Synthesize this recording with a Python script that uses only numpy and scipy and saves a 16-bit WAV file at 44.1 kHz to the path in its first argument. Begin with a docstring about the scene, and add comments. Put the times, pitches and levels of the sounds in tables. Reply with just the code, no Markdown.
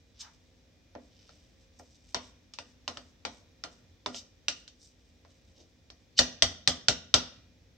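"""Spoon, funnel and jar in a small kitchen

A wooden spoon pokes chopped vegetables through a plastic funnel held on a glass jar, knocks and scrapes
its wall, then is rapped five times on the rim to shake it clean. Blows are noise cracks and decaying modes,
with a low thump of the jar on its board; scrapes and rustle are showers of tiny slips.
The stereo microphone hears them direct and off the kitchen walls, with quiet air and appliance hum behind.
"""
import sys
import numpy as np
from scipy import signal
from scipy.fft import rfft, irfft, next_fast_len
from scipy.io import wavfile
from scipy.ndimage import uniform_filter1d

SR = 44100
rng = np.random.default_rng(int(sys.argv[2]) if len(sys.argv) > 2 else 0)


def dump_mix(stems):
    """Bounce the given channels to the path in sys.argv[1] as a 16-bit WAV at rate SR."""
    frames = np.atleast_2d(stems).T  # one column per channel
    limited = np.clip(frames, -1, 1)  # hard clip at full scale
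    pcm = np.round(limited * 32767).astype(np.int16)
    wavfile.write(sys.argv[1], SR, pcm)


N = 342657
BLOW_S, STRIKE_S = 0.2, 0.04  # rendered length of a blow; span over which its level is reckoned
WALL_PATHS = 3  # separate waves sent towards the kitchen walls
ROWS = 2 + WALL_PATHS  # left, right, then the wall paths

# spoon pushed down into the funnel; hardness is low on vegetables, high on bare plastic:
# start_s, force_db (relative), hardness_db (relative), wall_pitch_hz, clack_pitch_hz
POKES = [(0.951, -55.5, -18.5, 850, 5740), (1.292, -66, -4, 1320, 3800), (1.796, -62, -16, 825, 5060),
         (2.1452, -39.5, 1.5, 964, 5540), (2.5364, -68, 15.5, 1220, 5400), (2.5866, -50, 1, 940, 2650),
         (2.8779, -43.5, 0.5, 1064, 2930), (2.971, -52.5, 0, 1280, 2870), (3.2507, -43, -0.5, 850, 2360),
         (3.6375, -47.5, 0.5, 1350, 5040), (4.0607, -40, -4, 980, 3600), (4.145, -55.5, 3.5, 570, 3040),
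         (4.4825, -43, 11, 1420, 2790), (4.6778, -71, 15.5, 1520, 4230), (5.249, -68.5, -10, 1030, 5200),
         (5.9014, -64, 4, 570, 3140)]
# clacking modes of spoon and funnel: pitch_hz, level_db (relative), t60_s
CLACK_MODES = [(2358, 2, 0.012), (3072, -2, 0.032), (2950, -15, 0.029), (3618, -4.5, 0.057),
               (3697, 4, 0.022), (3948, -6.5, 0.03), (4293, -4.5, 0.11), (4630, -8, .045),
               (5027, -9, 0.066)]
# bright modes of the funnel's edge: pitch_hz, level_db (relative), t60_s
EDGE_MODES = [(4670, -15, 0.12), (5000, -11.5, 0.0078), (5410, -5, .02), (5485, 2.5, .025),
              (5800, -3, 0.021), (5780, -5, 0.05), (5906, -2.5, 0.031), (5820, -5.5, 0.072),
              (6344, -12.5, 0.013), (7520, -8.5, 0.042), (8140, -9, 0.039), (8730, -26, .02)]


def blows():
    """Pokes into the funnel, dull or sharp by what they land on, then the raps on its rim."""
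    # spoon rapped clean on the rim: start_s, force_db (relative), wall_pitch_hz, clack_pitch_hz
    raps = [(6.1901, -27, 1937, 4510), (6.4222, -28.5, 2010, 3300), (6.675, -30.5, 1960, 4080),
            (6.8837, -29.5, 1455, 4730), (7.1405, -27, 1373, 3750)]
    # how force is shared out, one level_db each: board thud, low body, wall knock, clack, bright edge
    poke_mix_db = np.array([-15, -6.5, -1.76, 2.5, -4])
    rap_mix_db = np.array([-9.5, -11, -5, 5.5, 2])
    # harder contact moves sound from low parts to high, same order: tilt (dB per dB of hardness)
    hardness_tilt = np.array([-0.33, -0.52, -0.018, 0.77, 1])
    out = np.zeros((ROWS, N))
    for start_s, force_db, hardness_db, wall_hz, clack_hz in POKES:
        parts_db = force_db + poke_mix_db + hardness_db * hardness_tilt
        add(out, start_s, blow(parts_db, -23, wall_hz, clack_hz))
    for start_s, force_db, wall_hz, clack_hz in raps:
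        add(out, start_s, blow(force_db + rap_mix_db, -18.5, wall_hz, clack_hz))
    return out


def blow(parts_db, fizz_db, wall_hz, clack_hz):
    """One blow: a crack at the contact, the ring of spoon and funnel, and a slower thud of the jar on the board."""
    # board under the jar: pitch_hz, level_db (relative), t60_s
    board_modes = [(62, 0, 0.19), (86.1, 0.5, 0.26), (119, 8.5, 0.075), (175.4, -3, 0.16)]
    # low modes: two long standing waves of the room, then the hollow body of jar and funnel:
    # pitch_hz, level_db (relative), t60_s
    body_modes = [(221, -11.5, 0.3), (249.5, -9, 0.26), (293, -3.5, 0.08), (405.2, -6.5, 0.092),
                  (502.8, 1, 0.071), (593, 7, 0.045), (687.5, 6.5, 0.043)]
    # funnel wall: pitch_hz, level_db (relative), t60_s
    wall_modes = [(780, -3, 0.028), (1080, 1.5, 0.02), (1214, 2, 0.11), (1394, 11, 0.047),
                  (1600, -12, 0.031), (1924, 14, 0.034)]
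    # the funnel's mouth aims the contact tones at the microphone, less at the walls
    upward = np.array([1, 1] + [0.45] * WALL_PATHS)[:, None]

    thud = band(ring(board_modes, scatter_db=0.5, alike=0.91, contact_s=0.0046), 38, 400)
    body = ring(body_modes, scatter_db=0.94, alike=0.54, contact_s=0.0016)

    # the patch of wall under the spoon, and the spoon itself, sound at pitches that depend on the spot
    patch = ring([(wall_hz, 0, 0.018)], scatter_db=0, alike=0.9, contact_s=0.0004)
    spoon = ring([(clack_hz, 0, 0.007)], scatter_db=0, alike=0.5, contact_s=0.0004)

    wall = 1.24 * upward * patch
    wall = wall + 0.48 * ring(wall_modes, scatter_db=1.5, alike=0.46, contact_s=0.0011)
    wall = wall + 0.76 * crack(590, 2500, fade_s=0.0025, alike=0.56)

    clack = crack(2860, 5260, fade_s=0.0009, alike=0.2) + 0.95 * upward * spoon
    clack = clack + 0.6 * ring(CLACK_MODES, scatter_db=3.5, alike=0.1, contact_s=0.00016)

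    edge = crack(4420, 6570, fade_s=0.0028, alike=0.35)
    edge = edge + 0.3 * crack(6500, 9500, fade_s=0.0053, alike=1.0)
    edge = edge + 0.69 * ring(EDGE_MODES, scatter_db=5.0, alike=0.12, contact_s=0.00073)
    # a faint airy hiss above 9.5 kHz with each blow
    fizz = from_db(fizz_db) * crack(9500, 15900, fade_s=0.012, alike=0.2)

    parts = thud, body, strike_one(wall), strike_one(clack), strike_one(edge + fizz)
    return sum(gain * part for gain, part in zip(from_db(parts_db), parts))


def ring(modes, scatter_db, alike, contact_s):
    """Decaying modes set off by one blow; grip and spot of contact shift their pitch and strength a little."""
    t = np.arange(int(BLOW_S * SR)) / SR
    hz, db, t60 = np.array(modes, float).T
    hz = hz * (1 + 0.006 * rng.standard_normal(len(hz)))
    shape = (ROWS, len(modes))
    strength = from_db(db + scatter_db * rng.standard_normal(shape))
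    start_phase = np.exp(2j * np.pi * rng.random(shape))
    decays = np.exp(np.outer(2j * np.pi * hz - np.log(1000) / t60, t))
    waves = ((strength * start_phase) @ decays).imag
    onset = 1 - np.exp(-(t / contact_s) ** 2)  # a longer contact starts more softly
    return strike_one(radiate(waves * onset, alike))


def crack(low_hz, high_hz, fade_s, alike):
    """The dense, quickly damped modes of plastic at the moment of contact, as a burst of banded noise."""
    hold_s = 0.0008  # wood chatters on the plastic, then lets go
    t = np.arange(int(BLOW_S * SR)) / SR
    fade = np.exp(-np.maximum(t - hold_s, 0) / fade_s) * (1 - np.exp(-t / 0.0001))
    burst = rng.choice([-1, 1], (ROWS, len(t))) * (fade + 1e-12)
    return strike_one(radiate(band(burst, low_hz, high_hz, order=4), alike))


def strike_one(x):
    """Scales a blow so that its energy equals rms 1 over the length of a strike."""
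    return x / np.sqrt(np.sum(x ** 2) / len(x) / (STRIKE_S * SR))


def scrapes(level_db):
    """Each slide along the wet wall, and the drag through the pieces after each poke, swells and fades."""
    # spoon sliding along the wall: middle_s, half_length_s, level_db (relative), centre_hz
    slides = [(0.211, 0.012, -39, 5000), (0.22, 0.049, -56, 3850), (0.253, 0.046, -58.5, 1180),
              (1.239, 0.13, -64.5, 3700), (1.794, 0.0049, -49, 7750), (1.922, 0.087, -66, 5200),
              (4.17, 0.027, -40.5, 4540), (4.845, .042, -57, 6100), (5.596, 0.04, -61, 4350),
              (5.602, .03, -63.5, 420), (6.19, 0.012, -23, 4180)]
    out = np.zeros((ROWS, N))
    t = np.arange(-SR // 6, SR // 6) / SR
    usual_db = np.mean(POKES, axis=0)[1]
    drags = []
    for start_s, force_db, *_ in POKES:
        drag_db = -71 + 0.78 * (force_db - usual_db)  # a little louder after a firmer poke
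        drags.append((start_s + 0.1, 0.055, drag_db, 5400))
    for middle_s, half_s, db, centre_hz in slides + drags:
        per_s = 24 / half_s  # slow strokes break up into separate slips
        swell = np.exp(-(t / half_s) ** 2)
        stroke = slips(swell, per_s, centre_hz, octaves=0.64)
        add(out, middle_s + t[0], from_db(db + level_db) * stroke)
    return out


def rustle(clump_db):
    """Wet pieces shift in the funnel in small uneven clumps, heard as slips of wandering strength."""
    # rustle between the strokes: time_s, level_db (relative; its swings are widened below)
    curve = [(0.02, -73), (0.41, -70.5), (0.89, -80.5), (1.25, -70), (1.7, -73), (2.08, -69.5),
             (2.64, -79.5), (4.5, -74.5), (4.66, -76), (5.01, -73), (5.38, -70), (6.05, -77)]
    s, db = np.transpose(curve)
    swing_db = 2.8 * np.interp(np.arange(N) / SR, s, db - db.mean())
    strength = from_db(swing_db + clump_db * drift(23))
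    return from_db(-85) * slips(strength, per_s=230, centre_hz=4640, octaves=0.95)


def slips(stroke, per_s, centre_hz, octaves, grit_db=0.5, ring_share=1.1, fizz_db=-12):
    """Tiny slips of wood on wet plastic follow a stroke's strength, coloured by the funnel's upper modes."""
    size = next_fast_len(len(stroke), real=True)
    hz = np.fft.rfftfreq(size, 1 / SR) + 1
    funnel = 1
    for mode_hz, _, t60 in CLACK_MODES + EDGE_MODES:
        funnel = funnel + ring_share / (1 + ((hz - mode_hz) * t60 / 2) ** 2)
    colour = funnel / np.sqrt(1 + (np.log2(hz / centre_hz) / octaves) ** 6)
    # a faint fizz above 10 kHz, stronger for brighter strokes
    colour = colour + from_db(fizz_db) * (hz > 10000) * (centre_hz / 5000) ** 2
    grit = from_db(grit_db * np.clip(rng.standard_normal(size), -2, 2))
    clicks = (rng.random(size) < per_s / SR) * grit
    clicks = clicks * np.pad(stroke, (0, size - len(stroke))) * rng.choice([-1, 1], (ROWS, size))
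    sound = radiate(from_spectrum(clicks, colour)[:, :len(stroke)], 0.93)
    return np.sqrt(np.mean(stroke ** 2)) * sound


def radiate(waves, alike):
    """The funnel sends a different wave each way: rows are left, right, then one for each path to the walls."""
    mid, side, *to_walls = waves / np.sqrt(np.mean(waves ** 2, axis=1, keepdims=True) + 1e-20)
    return np.vstack([stereo(mid, side, alike), to_walls])


def kitchen(x, first_echo_s, early_t60_s, early_db):
    """Counter and cupboards answer within milliseconds; the rest of the room dies away band by band."""
    # decay of the room: centre_hz, t60_s
    room_t60 = [(100, 0.97), (260, 0.6), (700, 0.43), (1840, 0.51), (4850, 0.45), (9000, 0.33)]
    # left-right likeness of the echoes: frequency_hz, likeness (-1 to 1)
    room_likeness = [(80, .95), (250, .84), (600, .66), (1400, .4), (2500, .3), (4000, -.05), (12000, 0)]
    # reflected against direct sound: frequency_hz, level_db
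    reflected = [(100, -9), (260, 7), (700, 2.5), (1840, 0), (4000, -5), (6000, -1.5), (9000, -5.5),
                 (13000, 8)]
    size, out = SR // 2, x[:2]
    t = np.arange(size) / SR - first_echo_s
    hz = np.fft.rfftfreq(size, 1 / SR) + 1
    centres, t60s = np.transpose(room_t60)
    for path in x[2:]:
        echoes, response = noise(hz, room_likeness), 0
        for pick, t60 in zip(np.eye(len(centres)), t60s):
            share = np.interp(np.log(hz), np.log(centres), pick)
            fade = from_db(-60 * t / t60) + from_db(early_db - 60 * t / early_t60_s)
            response = response + (t > 0) * fade * irfft(echoes * share, size)
        # the response is evened out, then given the room's colour
        mean_power = np.mean(np.abs(rfft(response)) ** 2, axis=0)
        power = WALL_PATHS * uniform_filter1d(mean_power, size=61)
        response = from_spectrum(response, from_db(at_hz(reflected, hz)) / np.sqrt(power))
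        response = response[:, :size * 4 // 5]
        out = out + signal.oaconvolve(path[None], response, axes=1)[:, :N]
    return out


def dull_top(x, corner_hz, leak_db):
    """The handling sound is cut steeply above the corner, with a faint band let through."""
    low = signal.sosfilt(signal.butter(14, corner_hz, fs=SR, output="sos"), x + 1e-18)
    return low + from_db(leak_db) * band(x, 11500, 15000)


def background(air_db, waver_db, hum_waver_db):
    """Soft rumble and hiss of the room as shaped noise, with the wavering sine tones of appliances."""
    # colour of the air: frequency_hz, level_db (per Hz, relative)
    air_colour = [(20, -26), (38, -11), (52, -0.5), (90, 0.5), (145, -11.5), (255, -10), (370, -16),
                  (640, -19.5), (950, -27.5), (1400, -29), (1900, -24), (2900, -27.5), (3600, -24),
                  (4400, -28), (5700, -25.5), (8500, -42), (10000, -48.5), (15500, -43.5)]
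    # left-right likeness of the air: frequency_hz, likeness (-1 to 1)
    air_likeness = [(60, 1), (250, 0.67), (700, 0.32), (2000, 0.14), (6000, 0.21), (14000, 0.089)]
    # appliance hum and whine: pitch_hz, level_db (before wavering)
    hum_lines = [(59.2, -79.5), (85, -81), (166.9, -85.5), (247.6, -76), (296.1, -81), (467, -83.5),
                 (532.9, -81), (2420, -86), (3500, -90.5), (3950, -89.5)]
    t, size = np.arange(N) / SR, next_fast_len(N)
    hz = np.fft.rfftfreq(size, 1 / SR) + 1
    spectrum = noise(hz, air_likeness) * from_db(at_hz(air_colour, hz))
    air = rms_one(irfft(spectrum, size)[:, :N])
    hum = 0
    for line_hz, db in hum_lines:
        level = np.sqrt(2) * from_db(db + hum_waver_db * drift(6.1))
        hum = hum + level * np.sin(2 * np.pi * line_hz * t + 0.52 * drift(3.5))
    return from_db(air_db + waver_db * drift(3.1)) * air + hum


def noise(hz, likeness):
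    """Spectrum of stereo white noise with a left-right likeness for each frequency."""
    mid, side = rng.standard_normal((2, len(hz))) + 1j * rng.standard_normal((2, len(hz)))
    return stereo(mid, side, at_hz(likeness, hz))


def stereo(mid, side, alike):
    """Left and right with the given likeness."""
    alike = np.clip(alike, -1, 1)
    return np.sqrt((1 + alike) / 2) * mid + np.sqrt((1 - alike) / 2) * side * np.array([[1], [-1]])


def drift(rate):
    """Smooth chance of rms 1, with the given number of knots a second."""
    knots = rng.standard_normal(int(N / SR * rate) + 2)
    return rms_one(np.interp(np.arange(N) / SR * rate, np.arange(len(knots)), knots))


def band(x, low_hz, high_hz, order=2):
    """Causal band-pass."""
    sos = signal.butter(order, [low_hz, min(high_hz, 0.48 * SR)], "band", fs=SR, output="sos")
    return signal.sosfilt(sos, x)


def from_spectrum(x, gain):
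    """Filters a stretch of sound by a gain for each frequency."""
    return irfft(rfft(x) * gain, x.shape[-1])


def at_hz(points, hz):
    """Reads a curve of (Hz, value) points on a logarithmic frequency scale."""
    point_hz, values = np.transpose(points)
    return np.interp(np.log(hz), np.log(point_hz), values)


def from_db(db):
    """Amplitude from decibels."""
    return 10 ** (np.asarray(db) / 20)


def rms_one(x):
    """Scales to rms 1."""
    return x / np.sqrt(np.mean(x ** 2) + 1e-20)


def add(out, s, sound):
    """Mixes a sound in from the given time."""
    start = max(int(s * SR), 0)
    out[:, start:start + sound.shape[1]] += sound[:, :max(N - start, 0)]


def scene():
    """Spoon and funnel sound through the kitchen, over its quiet background."""
    handling = blows() + scrapes(level_db=-2.5) + rustle(clump_db=4.5)
    heard = kitchen(handling, first_echo_s=0.0021, early_t60_s=0.11, early_db=12.0)
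    rounded = 1.05 * np.tanh(heard / 1.05)  # the microphone rounds the hardest raps
    close = dull_top(rounded, corner_hz=8490, leak_db=-20.0)
    return close + background(air_db=-62.5, waver_db=0.64, hum_waver_db=2.5)


def record(dry):
    """The deepest rumble and the top are cut."""
    audible = signal.sosfilt(signal.butter(2, 33, "high", fs=SR, output="sos"), dry)
    return signal.sosfilt(signal.ellip(10, 0.2, 70, 15850, fs=SR, output="sos"), audible)


dry = scene()
out = record(dry)
dump_mix(out)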